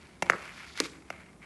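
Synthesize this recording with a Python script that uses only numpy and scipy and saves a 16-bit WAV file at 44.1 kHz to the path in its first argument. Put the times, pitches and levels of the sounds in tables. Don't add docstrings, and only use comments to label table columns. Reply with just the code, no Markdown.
import sys
import numpy as np
from scipy import signal
from scipy.fft import rfft, irfft
from scipy.io import wavfile
from scipy.ndimage import uniform_filter1d

SR = 44100
rng = np.random.default_rng(int(sys.argv[2]) if len(sys.argv) > 2 else 0)


def generate_wav(signal):
    frames = np.transpose(np.atleast_2d(signal))
    scaled = np.clip(frames, -1, 1) * 32767
    pcm = np.round(scaled).astype(np.int16)
    wavfile.write(sys.argv[1], SR, pcm)


N = 63945
RING_N = 22050


def undb(db):
    return 10 ** (np.asarray(db) / 20)


def unit(x):
    return x / np.sqrt(np.mean(x ** 2))


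def spectral_gain(points, size):
    hz, db = np.array(points).T
    f = np.maximum(np.arange(size // 2 + 1) * SR / size, 1)
    return undb(np.interp(np.log(f), np.log(hz), db))


def colour(x, points):
    size = 2048
    cepstrum = irfft(np.log(unit(spectral_gain(points, size))))
    cepstrum[1:size // 2] *= 2
    cepstrum[size // 2 + 1:] = 0
    response = irfft(np.exp(rfft(cepstrum)))
    return signal.fftconvolve(x, response)[:len(x)]


def band(x, hz, kind, order=2):
    return signal.sosfilt(signal.butter(order, hz, kind, fs=SR, output="sos"), x)


def blow(lo_hz, hi_hz, order=2):
    response = band(signal.unit_impulse(RING_N) + 1e-18, [lo_hz, hi_hz], "band", order)
    return response / np.abs(response).max()


def ring(modes):
    t = np.arange(RING_N) / SR
    out = np.zeros(RING_N)
    for hz, db, t60 in modes:
        mode = np.exp(-np.log(1000) * t / t60) * np.sin(2 * np.pi * hz * t)
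        out += undb(db) * band(mode, hz / 2, "high")
    return out


def resonate(drive, modes):
    return signal.fftconvolve(drive, unit(ring(modes)) / np.sqrt(RING_N))[:N]


def burst(points, decay_s):
    envelope = np.exp(-np.arange(RING_N) / SR / decay_s)
    return colour(rng.standard_normal(RING_N) * envelope, points)


def add(out, at_s, x):
    i = max(int(at_s * SR), 0)
    out[i:i + len(x)] += x[:max(N - i, 0)]


def wander(per_s):
    hold = int(SR / per_s)
    steps = np.repeat(rng.standard_normal(N // hold + 1), hold)
    return unit(uniform_filter1d(steps, hold)[:N])


# f/Hz, relative level/dB
RUMBLE_SPECTRUM = [(20, -25), (35, -7), (58, 1.5), (78, 3), (110, -5.5), (165, 2), (210, -1), (300, -5.5),
                   (385, -3.5), (480, -11.5), (1000, -13), (2200, -29), (3500, -30), (10000, -28),
                   (12000, -36)]


def outdoor_rumble(level_db=-55.5):
    spectrum = rfft(rng.standard_normal(N)) * spectral_gain(RUMBLE_SPECTRUM, N)
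    return undb(level_db) * unit(irfft(spectrum, N))


# f/Hz, relative level/dB
DIFFUSE_SPECTRUM = [(100, 11.5), (300, 11), (800, 3), (1400, 0), (2300, -9), (4000, -11.5), (8000, 3.5),
                    (14000, -1)]


def diffuse(x, t60_s, onset_s=0.0043):
    build_up = 1 - np.exp(-np.arange(RING_N) / SR / onset_s)
    response = burst(DIFFUSE_SPECTRUM, t60_s / np.log(1000)) * build_up
    return signal.fftconvolve(x, unit(response) / np.sqrt(RING_N))[:N] / 2


# delay t/s, level/dB, low-pass cutoff f/Hz
ECHO_PATHS = [(.0219, 1, 2600), (.0348, 2, 1970), (.0402, -8, 1800), (.0565, -36, 2000)]


def reflections(direct, sent):
    out = np.zeros(N)
    for delay, db, top_hz in ECHO_PATHS:
        add(out, delay, undb(db) * band(sent, top_hz, "low", order=4))
    wall_delay = ECHO_PATHS[1][0]
    wall_scatter = diffuse(band(sent, 2400, "low", order=4), t60_s=0.095)
    add(out, wall_delay, undb(5) * wall_scatter)
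    tail = undb(-10.5) * diffuse(direct, t60_s=0.58)
    return out + tail


def rib_collisions(levels, hits_per_s=3200, spread_db=3.0, flicker_db=2.28):
    hits = (rng.random(N) < hits_per_s / SR) * rng.choice([-1, 1], N)
    strengths = undb(spread_db * np.minimum(rng.exponential(size=N), 5))
    level_db = np.interp(np.arange(N) / SR, *np.array(levels).T)
    level_db += flicker_db * wander(per_s=130)
    return unit(hits * strengths) * undb(level_db)


def friction(levels, spectrum, modes, ring_db):
    drive = rib_collisions(levels)
    return colour(drive, spectrum) + undb(ring_db) * resonate(drive, modes)


# t/s, level/dB
SLIDE_LEVELS = [(0, -57.5), (.06, -62.5), (.12, -62.5), (.2, -70), (.27, -52), (.4, -48.5), (.51, -48.5),
                (.55, -52), (.63, -48), (.74, -58), (.785, -47.5), (.82, -49.5), (.86, -43.5), (.9, -57.5),
                (1.08, -65.5), (1.12, -55.5), (1.2, -58), (1.28, -62.5), (1.39, -74), (1.432, -57.5),
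                (1.45, -49)]
# f/Hz, relative level/dB
SLIDE_SPECTRUM = [(150, -11), (500, -15), (900, -3.5), (1400, 1.5), (1900, 0.5), (2350, 1.5), (2850, -5),
                  (3600, -12.5), (7000, -19), (12000, -23)]
# f/Hz, relative level/dB, T60/s
SLIDE_RESONANCES = [(2126, 5, 0.023), (2267, -3.5, .05)]


def puck_slide():
    return friction(SLIDE_LEVELS, SLIDE_SPECTRUM, SLIDE_RESONANCES, ring_db=-14)


# t/s, level/dB
SCRAPE_LEVELS = [(0, -67.5), (.2, -72), (.29, -68), (.335, -49.5), (.37, -63), (.5, -64), (.58, -54.5),
                 (.62, -62), (.68, -56), (.745, -57), (.78, -44), (.8, -44), (.818, -58), (.848, -42),
                 (.864, -43.5), (.882, -57), (.94, -67.5), (1.05, -72), (1.2, -76), (1.38, -86),
                 (1.45, -82)]
# f/Hz, relative level/dB
SCRAPE_SPECTRUM = [(500, -32), (2000, -15), (3200, 1.5), (5000, -1), (6500, -6), (8500, -14.5),
                   (11000, -15), (14000, -18.5)]
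# f/Hz, relative level/dB, T60/s
SCRAPE_RESONANCES = [(2696, 1.5, 0.033), (3840, -9, .015), (4600, -0.5, 0.019), (5070, -4, 0.021),
                     (6950, -17, 0.016)]


def blade_scrape():
    return friction(SCRAPE_LEVELS, SCRAPE_SPECTRUM, SCRAPE_RESONANCES, ring_db=-9.5)


# t/s, level/dB
DRAG_LEVELS = [(.75, -75), (.79, -38.5), (.83, -52), (.9, -74), (1.09, -84), (1.115, -69), (1.19, -59.5),
               (1.25, -70), (1.31, -71), (1.39, -86), (1.433, -47.5), (1.45, -61.5)]


def blade_drag():
    return resonate(rib_collisions(DRAG_LEVELS), SLIDE_RESONANCES)


# t/s, relative level/dB
SEAM_CATCHES = [(.070, -41), (.259, -33), (.266, -35), (0.407, -40), (.453, -32.5), (0.776, -25.5),
                (0.785, -43), (0.79, -28), (0.845, -44), (.860, -31), (.934, -41), (1.0219, -46)]


def seam_ticks(decay_s=0.0013):
    out = np.zeros(N)
    for at, db in SEAM_CATCHES:
        grit = undb(-6) * burst(SCRAPE_SPECTRUM, decay_s)
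        body = burst(SLIDE_SPECTRUM, decay_s)
        add(out, at, undb(db) * (grit + body) / 2)
    return out


def tile_thud(centre_hz, edge_ratio=1.29, sag_hz=205, settle_hz=130):
    out = np.zeros(N)
    add(out, 0, blow(centre_hz / edge_ratio, centre_hz * edge_ratio))
    add(out, 0.00403, undb(-10) * blow(sag_hz / 2, sag_hz * 2))
    add(out, 0.00823, undb(-30.5) * blow(settle_hz / edge_ratio, settle_hz * edge_ratio))
    return out


# f/Hz, relative level/dB
RATTLE_SPECTRUM = [(80, -10), (300, 2.5), (1000, 5), (2500, 6), (3500, -1.5), (4300, -1), (6000, 0),
                   (7400, -4.5), (8600, -11), (10500, -7.5), (11600, -10.5), (14000, -31)]
# f/Hz, relative level/dB, T60/s
CRACK_RESONANCES = [(4400, -39, 0.013), (4910, -13, 0.0081)]
BLADE_RESONANCES = [(1440, -0.5, 0.012), (2093, 0.5, 0.022), (2315, -21, 0.15), (2672, -8.5, 0.027)]
FLOOR_RESONANCES = [(161.5, -9, 0.17), (202, -10.5, 0.18), (284.8, -2.5, 0.23), (324.3, -4, 0.2),
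                    (442, -4.5, 0.11), (620, -12.5, 0.15)]
# t/s, crack level/dB, rattle level/dB, knock level/dB, knock lag t/s,
# blade ring level/dB, thud level/dB, thud f/Hz, thud lag t/s, floor ring level/dB, echo level/dB
IMPACTS = [(.2230, -30, -23, -37, 0.001875, -22, -16.5, 777, 0.00189, -46, -23.5),
           (0.2984, -26, -22.5, -1.7, .0003, -21.5, -17, 565, 0.0015, -45.5, -16.5),
           (.8020, -6.5, -21.5, -21, .0001, -35, -22, 348, 0.00219, -33, -28),
           (1.1025, -39, -37.5, -27, .0013, -31, -30, 597, 0.0017, -60, -22.5)]


def stick_taps():
    direct, sent = np.zeros(N), np.zeros(N)
    for (at, crack_db, rattle_db, knock_db, knock_lag, blade_db,
         thud_db, thud_hz, thud_lag, floor_db, echo_db) in IMPACTS:
        crack = undb(crack_db) * (blow(lo_hz=3130, hi_hz=6630) + ring(CRACK_RESONANCES))
        rattle = undb(rattle_db) * burst(RATTLE_SPECTRUM, decay_s=0.0037)
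        knock = undb(knock_db) * blow(lo_hz=1135, hi_hz=2162, order=3)
        blade_ring = undb(blade_db) * ring(BLADE_RESONANCES)
        tap = np.zeros(N)
        add(tap, at, crack + rattle)
        add(tap, at + knock_lag, knock + blade_ring)
        add(tap, at + thud_lag, undb(thud_db) * tile_thud(thud_hz))
        direct += tap
        sent += undb(echo_db) * tap
        add(direct, at + thud_lag, undb(floor_db) * ring(FLOOR_RESONANCES))
    return direct, sent


def scene():
    direct, sent = stick_taps()
    rubbing = puck_slide() + blade_scrape() + blade_drag()
    return (direct + rubbing + reflections(direct, sent) + seam_ticks() + outdoor_rumble())[None]


def record(dry, low_cut_hz=46, top_hz=11600):
    thinned = band(dry, low_cut_hz, "high")
    return signal.sosfilt(signal.ellip(10, .2, 70, top_hz, fs=SR, output="sos"), thinned)


dry = scene()
out = record(dry)
generate_wav(out)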